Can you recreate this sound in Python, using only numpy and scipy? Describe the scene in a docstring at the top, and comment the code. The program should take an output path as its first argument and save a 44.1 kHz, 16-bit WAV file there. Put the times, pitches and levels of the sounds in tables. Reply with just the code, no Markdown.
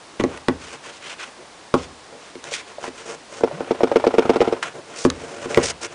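"""Tight cardboard box worked open

In a small tiled room the box bumps on a stone counter, is lifted and shaken so that its base knocks
to and fro in the lid, and is set down again. Blows ring damped box modes and crush fibres (noise
bursts); card and fingers rub in between (dense tiny slips). A near wall answers each knock and the
loudest overload the microphone."""
import sys
import numpy as np
from scipy import signal
from scipy.fft import rfft, irfft
from scipy.io import wavfile
from scipy.ndimage import uniform_filter1d

SR = 44100
rng = np.random.default_rng(int(sys.argv[2]) if len(sys.argv) > 2 else 0)


def dump_mix(stems):
    """Bounce the given channels to the path in sys.argv[1] as a 16-bit WAV at rate SR."""
    frames = np.atleast_2d(stems).T  # one column per channel
    limited = np.clip(frames, -1, 1)  # hard clip at full scale
    pcm = np.round(limited * 32767).astype(np.int16)
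    wavfile.write(sys.argv[1], SR, pcm)


N = 262326
TIME_S = np.arange(N) / SR
EVENT_S = TIME_S[:SR // 2]
TAP_T60_S = 0.006

# shaking vigour: (time [s], level [dB])
VIGOUR = [(3.42, -46.5), (3.57, -29.5), (3.78, -33), (4.024, -31.5), (4.366, -25.5), (4.6, -31)]
# creak of the stiff side walls: (frequency [Hz], width [Hz], gain [dB])
CREAK_BANDS = [(775, 430, 1.5), (1433, 187, 0)]


def from_db(db):
    """Decibels to gain."""
    return 10 ** (np.asarray(db) / 20)


def unit_rms(x):
    """Scale to unit power."""
    return x / np.sqrt(np.mean(x ** 2) + 1e-20)


def add(track, start_s, sound):
    """Mix a sound into the track."""
    at = int(start_s * SR)
    track[at:at + len(sound)] += sound[:N - at]


def decay(t60_s):
    """Exponential decay, 60 dB down at t60_s."""
    return np.exp(-np.log(1000) * EVENT_S / t60_s)


def at_hz(points, hz):
    """Interpolate each column over log frequency."""
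    known_hz, *columns = np.transpose(points)
    return [np.interp(np.log(np.maximum(hz, 1)), np.log(known_hz), column) for column in columns]


def resonate(x, bands):
    """Parallel band-passes, alternating in sign."""
    out = 0
    for k, (hz, width_hz, db) in enumerate(bands):
        r = np.exp(-np.pi * width_hz / SR)
        poles = [1, -2 * r * np.cos(2 * np.pi * hz / SR), r * r]
        out = out + (-1) ** k * from_db(db) * (1 - r * r) / 2 * signal.lfilter([1, 0, -1], poles, x)
    return out


def butter(x, hz, kind, order=2):
    """Causal Butterworth filter."""
    return signal.sosfilt(signal.butter(order, hz, kind, fs=SR, output="sos"), x)


def drift(rate_hz):
    """Low-passed random motion, unit RMS."""
    r = np.exp(-2 * np.pi * rate_hz / SR)
    return unit_rms(signal.lfilter([1], [1, -2 * r, r * r], rng.standard_normal(N + SR))[SR:])


def swell(start_s, length_s, attack_share=0.44, release_share=0.28):
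    """Stroke envelope: rounded attack, hold, release."""
    progress = (TIME_S - start_s) / length_s
    ramp = np.minimum(progress / attack_share, (1 - progress) / release_share)
    return np.sin(np.pi / 2 * np.clip(ramp, 0, 1))


def noise_floor(level_db=-44):
    """Steady room and microphone noise."""
    # (frequency [Hz], relative density [dB])
    spectrum = [(18, -78), (30, -17.5), (87, -11.5), (261, -7.5), (288, -4.5), (582, -4.5), (690, -3.5),
                (1150, -6), (1240, -8.5), (1660, -9.5), (2760, -13), (4480, -13.5), (10000, -21.5),
                (13000, -86), (22000, -120)]
    colour = from_db(at_hz(spectrum, np.fft.rfftfreq(N, 1 / SR))[0])
    return from_db(level_db) * unit_rms(irfft(rfft(rng.standard_normal(N)) * colour, N))


def tiled_room(x, late_db):
    """Direct sound, dull wall reflections, low standing waves and a short diffuse tail."""
    # (delay [s], gain [dB])
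    reflections = [(.0085, -5.5), (.0156, -16), (.0196, -19)]
    # (frequency [Hz], level [dB], t60 [s])
    standing_waves = [(102, -55.5, 0.53), (144.6, -47, 0.25), (274, -47, 0.028), (354, -79, 0.042),
                      (747, -61, 0.59)]
    # (frequency [Hz], level [dB], t60 [s])
    diffuse_tail = [(99, -1.5, 0.64), (304, -1.5, 0.19), (820, -13, 0.42), (2060, -8.5, 0.26),
                    (8000, -53, 0.061)]
    early = sum(from_db(db) * np.sinc((EVENT_S - delay_s) * SR) for delay_s, db in reflections)
    late = sum(from_db(db) * np.cos(2 * np.pi * hz * EVENT_S) * decay(t60_s)
               for hz, db, t60_s in standing_waves)
    edges_hz = np.geomspace(50, 12000, 9)
    for low_hz, high_hz in zip(edges_hz, edges_hz[1:]):
        db, t60_s = at_hz(diffuse_tail, np.sqrt(low_hz * high_hz))
        envelope = decay(t60_s) * (1 - decay(0.025))
        noise = butter(rng.standard_normal(len(EVENT_S)), [low_hz, high_hz], "band")
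        late += from_db(db) * envelope / np.linalg.norm(envelope) * noise
    response = butter(early, 1200, "low") + from_db(late_db) * late
    return x + signal.fftconvolve(x, response)[:N]


def friction(drag, rasp, hiss, centre_hz, slips_per_s, spread_db, judder_db, judder_hz):
    """Tiny slips, bunched by uneven grip, shake panels (drag), edges (rasp) and fibres (hiss)."""
    # each: (frequency [Hz], width [Hz], gain [dB])
    panel_bands = [(150, 160, -39), (291, 150, -13.5), (500, 240, 36), (715, 670, -14.5)]
    edge_bands = [(1047, 217, 4.5), (1396, 330, 3), (2274, 1440, 2), (3260, 3000, 0)]
    fibre_bands = [(4500, 2600, 4.5), (6180, 2570, 7.5), (9380, 2000, -3.5)]
    sizes = from_db(spread_db * np.minimum(rng.exponential(1, N), 4)) * rng.choice([-1, 1], N)
    slips = sizes * (rng.random(N) < slips_per_s / SR)
    slips *= from_db(judder_db * np.tanh(drift(judder_hz)))
    panels = unit_rms(butter(resonate(slips, panel_bands), 700, "low"))
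    fibres = unit_rms(butter(resonate(slips, fibre_bands), 2740, "high", order=3))
    # the place of contact favours edge bands near centre_hz
    edges = sum((-1) ** k * resonate(slips, [band]) * np.exp(-np.log2(band[0] / centre_hz) ** 2)
                for k, band in enumerate(edge_bands))
    edges = unit_rms(butter(edges, [700, 4800], "band"))
    return drag * panels + rasp * edges + hiss * fibres


def rubbing(drag_db=-3, rasp_db=-0.5, rasp_hz=1730, octaves_per_db=0.03):
    """Card and fingers rub in strokes; the rasp sits higher in light ones than in heavy ones."""
    # (start [s], length [s], level [dB], hiss re level [dB], drag re level [dB])
    strokes = [(0.192, 0.024, -31, -11, -3.5), (0.277, 0.11, -40, -11.5, 0.5), (0.579, .17, -42, -4, -5.5),
               (0.721, 0.048, -40.5, -4.5, -0.5), (0.824, 0.093, -38.5, -6, -1.5),
               (0.912, .08, -45, -3.5, -18), (1.005, 0.15, -36, -7, -11), (1.179, 0.074, -33, -8, -13.5),
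               (1.241, 0.063, -44, -5.5, 0.5), (1.373, 0.066, -54, -13, 13),
               (1.753, 0.11, -41.5, -2.5, -18), (2.08, .11, -56, -13, 14.5), (2.177, 0.15, -48, -5, -8),
               (2.426, 0.088, -39, -5.5, -1.5), (2.507, 0.064, -30.5, -0.5, -13.5),
               (2.558, 0.061, -34, -4, -12.5), (2.654, 0.083, -45, -6.5, -2.5), (2.799, 0.1, -36.5, -6, 0),
               (2.93, 0.12, -43, -4.5, -2.5), (3.041, .12, -38, -2.5, 3.5), (3.288, .14, -42, -2.5, 4),
               (4.613, 0.089, -33, -10.5, -2), (4.738, 0.065, -45.5, -7.5, 12.5),
               (4.855, 0.13, -42.5, -7, 2), (4.946, 0.13, -39.5, 5.5, 0), (5.1, 0.37, -42, -5.5, 5.5),
               (5.408, 0.066, -40.5, -6, -1), (5.467, .14, -33.5, -5.5, 5), (5.593, 0.057, -34, -4.5, 0),
               (5.627, 0.039, -32, 7, 0), (5.655, 0.068, -29.5, 2.5, -4.5), (5.806, 0.066, -32, 0, 1),
               (5.897, 0.091, -41, -6.5, 5)]
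    drag, rasp, hiss = np.zeros((3, N))
    for start_s, length_s, db, light_db, heavy_db in strokes:
        force = from_db(db) * swell(start_s, length_s)
        drag += from_db(drag_db + heavy_db) * force
        rasp += from_db(rasp_db) * force
        hiss += from_db(light_db) * force
    start_s, length_s, _, light_db, heavy_db = np.transpose(strokes)
    tilt_db = np.interp(TIME_S, start_s + length_s / 2, light_db - heavy_db)
    centre_hz = rasp_hz * 2 ** (octaves_per_db * tilt_db)
    return friction(drag, rasp, hiss, centre_hz,
                    slips_per_s=14000, spread_db=3, judder_db=3.2, judder_hz=89.5)


def base_sliding(drag_db=-8, rasp_db=-12.5, hiss_db=-27):
    """The base slides in the lid, louder the harder it is shaken."""
    times_s, db = np.transpose(VIGOUR)
    active = (TIME_S > times_s[0]) * (TIME_S < times_s[-1])
    force = uniform_filter1d(from_db(np.interp(TIME_S, times_s, db)) * active, size=SR // 200)
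    drag, rasp, hiss = np.outer(from_db([drag_db, rasp_db, hiss_db]), force)
    return friction(drag, rasp, hiss, centre_hz=1430,
                    slips_per_s=6700, spread_db=1.5, judder_db=6, judder_hz=50)


def lid_groan(start_s=3.525, length_s=0.073, from_hz=143, to_hz=199, level_db=-33):
    """Faint stick-slip tone of the lid's broad face, rising as the card tightens."""
    hz = np.interp(TIME_S, [start_s, start_s + length_s], [from_hz, to_hz])
    return from_db(level_db) * swell(start_s, length_s) * np.sin(2 * np.pi * np.cumsum(hz) / SR)


def base_chatter(level_db=-15, touches_per_s=130, spread_db=4, vigour_exponent=2.2):
    """The loose base brushes the lid in quick, uneven touches that grow with vigour."""
    # loose card: (frequency [Hz], width [Hz], gain [dB])
    card_bands = [(600, 54, -4), (840, 88, 10.5), (1390, 270, -12)]
    times_s, db = np.transpose(VIGOUR)
    active = (TIME_S > times_s[0]) * (TIME_S < times_s[-1])
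    force = from_db(db.max() + vigour_exponent * (np.interp(TIME_S, times_s, db) - db.max())) * active
    hits = rng.random(N) < touches_per_s / SR
    sizes = from_db(spread_db * np.tanh(rng.standard_normal(N))) * rng.choice([-1, 1], N)
    return from_db(level_db) * force * unit_rms(resonate(hits * sizes + 1e-18, card_bands))


def fibre_burst(envelope, bands, touch_s=0.018):
    """Crushing fibres: shaped resonant noise with the energy of touch_s at unit power."""
    sound = resonate(rng.standard_normal(len(EVENT_S)) * envelope, bands)
    sound = butter(sound, bands[0][0] / 2, "high")
    return sound / np.linalg.norm(sound) * np.sqrt(touch_s * SR)


def edge_snaps(width_hz=800):
    """A card edge catches and snaps free: short ring, thin crack."""
    # (time [s], level [dB], pitch [Hz], t60 [s], crack re level [dB])
    snaps = [(0.374, -39.5, 1500, 0.02, -12), (2.441, -45, 1190, .01, 3.5), (2.538, -29, 2640, 0.011, -20),
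             (2.842, -36.5, 1260, 0.014, -19), (4.627, -22.5, 1405, 0.066, -35),
             (5.1009, -30, 1130, 0.021, 2.5), (5.546, -25.5, 2100, 0.0056, -20)]
    out = np.zeros(N)
    for time_s, db, hz, t60_s, crack_db in snaps:
        edge = fibre_burst(decay(t60_s), [(hz, width_hz, 0)])
        crack = fibre_burst(decay(t60_s / 2), [(3500, 2000, 0), (7000, 3000, -4)])
        add(out, time_s, from_db(db) * (edge + from_db(crack_db) * crack))
    return out


def struck_box(modes, tuning, thud_db, slap_db, thud_hz, middle_hz, slap_hz):
    """Damped modes: flat, heavy contact favours the low (thud), a hard edge the high (slap)."""
    contact = [(thud_hz, thud_db), (middle_hz, 0), (slap_hz, slap_db)]
    out = 0
    for k, (hz, db, t60_s) in enumerate(modes):
        ring = np.sin(2 * np.pi * hz * tuning * EVENT_S) * decay(t60_s)
        out = out + (-1) ** k * from_db(db + at_hz(contact, hz)[0]) * ring
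    return out


def counter_bumps(body_db=12, clack_db=-4, settle_db=-16, ref_thud_db=2, ref_slap_db=-7):
    """The box lands: sharp tap, hollow thud, clack of the walls, brief settling chatter."""
    # (time [s], level [dB], relative thud [dB], relative slap [dB], relative crack [dB])
    bumps = [(0.1982, -19, -5.5, -13, -13), (0.208, -28.5, 5, -2, -7), (0.2379, -14.5, -10, -13.5, -15.5),
             (0.484, -17.5, -3.5, -6, -7), (1.7404, -13.5, -9, -3, -19), (2.354, -32, -15.5, -28, -13),
             (2.878, -29, -15, -20, -18), (5.0505, -11, -6.5, -11.5, -18), (5.4572, -26, -14, -7.5, -23),
             (5.5739, -4.5, -26, -13, -16.5)]
    # box on the counter: (frequency before tuning [Hz], level [dB], t60 [s])
    standing_modes = [(90.6, -20, 0.14), (127, -19.5, 0.09), (265.3, -2, 0.077), (361.5, -2.5, 0.041),
                      (526, -3, 0.021), (704, -6.5, 0.018), (780, -2, 0.0061), (1137, -13, 0.046),
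                      (1475, -14, 0.011), (1755, -24.5, 0.0056)]
    # card surface: (frequency [Hz], width [Hz], gain [dB])
    crack_bands = [(2010, 630, 8.5), (5000, 5500, -4), (7700, 7900, -8)]
    out = np.zeros(N)
    tap_envelope = decay(TAP_T60_S) + from_db(settle_db) * decay(0.037)
    for time_s, db, thud_db, slap_db, crack_db in bumps:
        body = struck_box(standing_modes, tuning=0.97, thud_db=thud_db - ref_thud_db,
                          slap_db=slap_db - ref_slap_db, thud_hz=232, middle_hz=462, slap_hz=960)
        tap = from_db(crack_db) * fibre_burst(tap_envelope, crack_bands)
        clack = from_db(clack_db + slap_db) * fibre_burst(decay(0.067), CREAK_BANDS)
        add(out, time_s, from_db(db) * (from_db(body_db) * body + tap + clack))
    return out


def base_knocks(body_db=11, crack_db=-4, crunch_db=-0.5, creak_db=-1, rebound_db=-4):
    """At each turn the base cracks against its stop, crunches on, catches again and rattles back."""
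    # (time [s], level [dB], relative thud [dB], relative slap [dB], nominal pitch [Hz])
    knocks = [(2.518, -31, -25, -11, 523), (2.783, -31, -24, -15, 608), (2.841, -35.5, -13, 11.5, 517),
              (3.408, -32.5, -5, 3.5, 493), (3.435, -10, -15, -9.5, 467), (3.512, -29, -30, -14, 596),
              (3.605, -25, -6.5, -1.5, 506), (3.7078, -14.5, -10.5, -6, 447), (3.8057, -20, -10, -9.5, 634),
              (3.8326, -10, -10, -9.5, 463), (3.9147, -17.5, -11, -6, 540), (3.9581, -7.5, -14, -11, 466),
              (4.04, -17, -15, -5, 587), (4.0668, -10, -11, -10.5, 464), (4.1395, -17.5, -14, -4, 466),
              (4.1825, -6.5, -13, -9.5, 450), (4.253, -25, -4, 4.5, 440), (4.2939, -9.5, -9.5, -4.5, 454),
              (4.3583, -16, -10, -3.5, 446), (4.405, -9.5, -25, -42, 462), (4.4151, -12, -12.5, -2.5, 453),
              (4.4746, -17.5, -9, -5.5, 449), (4.5245, -15.5, -17, -8, 448)]
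    # box in the air: (frequency before tuning [Hz], level [dB], t60 [s])
    held_modes = [(246.5, -11.5, 0.048), (379.7, -0.5, 0.023), (473, 1.5, 0.026), (693, -2, 0.014),
                  (935, -6, 0.0095), (1160, -22, 0.011), (1354, -19.5, 0.037)]
    # crunching walls: (frequency [Hz], width [Hz], gain [dB])
    crunch_bands = [(2010, 700, 3), (3270, 2800, -6.5), (5380, 600, -4)]
    ref_thud_db, ref_slap_db, ref_hz = -11, -4.5, 465
    knock_sharp_db, rattle_sharp_db, sharp_per_vigour = -9, 8, 0.45
    lag_s, loss_db, rattle_thud_db, rattle_slap_db, rattle_hz = 0.04, 28.5, -15, 11, 487
    skid_s = 0.0035
    skid = np.sqrt(EVENT_S / skid_s) * np.exp(-(EVENT_S / skid_s / 2) ** 2 / 2)
    touches = [(*knock, knock_sharp_db) for knock in knocks]
    touches += [(time_s + lag_s, db - loss_db, rattle_thud_db, rattle_slap_db, rattle_hz, rattle_sharp_db)
                for time_s, db, *_ in knocks]
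    rebounds_s = rng.uniform(0.007, 0.011, len(touches))
    out = np.zeros(N)
    for (time_s, db, thud_db, slap_db, hz, sharp_db), rebound_s in zip(touches, rebounds_s):
        sharp_db += sharp_per_vigour * np.interp(time_s, *np.transpose(VIGOUR))
        tuning = (hz / ref_hz) ** 1.09  # a firmer grip raises all modes
        body = struck_box(held_modes, tuning, thud_db - ref_thud_db, slap_db - ref_slap_db,
                          thud_hz=253, middle_hz=453, slap_hz=940)
        crack = from_db(crack_db + sharp_db) * fibre_burst(decay(TAP_T60_S), crunch_bands)
        crunch = from_db(crunch_db + sharp_db) * fibre_burst(skid, crunch_bands)
        creak = from_db(creak_db + (slap_db + sharp_db) / 2) * fibre_burst(skid, CREAK_BANDS)
        rebound = from_db(rebound_db + sharp_db) * fibre_burst(decay(2 * TAP_T60_S), crunch_bands)
        add(out, time_s, from_db(db) * (from_db(body_db) * body + crack + crunch + creak))
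        add(out, time_s + rebound_s, from_db(db) * rebound)
    return out


def scene():
    """Mono mix; the box held in the air is nearer the microphone, so its sounds carry less of the room than
    those on the counter."""
    on_counter = tiled_room(counter_bumps() + edge_snaps() + rubbing(), late_db=-1)
    in_air = tiled_room(base_knocks() + base_sliding() + base_chatter() + lid_groan(), late_db=-8.5)
    return (on_counter + in_air + noise_floor())[None]


def record(dry):
    """The top treble is cut near 10 kHz; the loudest knocks clip and splash above it."""
    treble_top_hz, clip_level, cutoff_hz = 10100, 0.71, 16300
    treble_filter = signal.ellip(10, 0.3, 70, treble_top_hz, fs=SR, output="sos")
    clipped = np.clip(signal.sosfilt(treble_filter, dry), -clip_level, clip_level)
    return butter(clipped, cutoff_hz, "low", order=16)


dry = scene()
out = record(dry)
dump_mix(out)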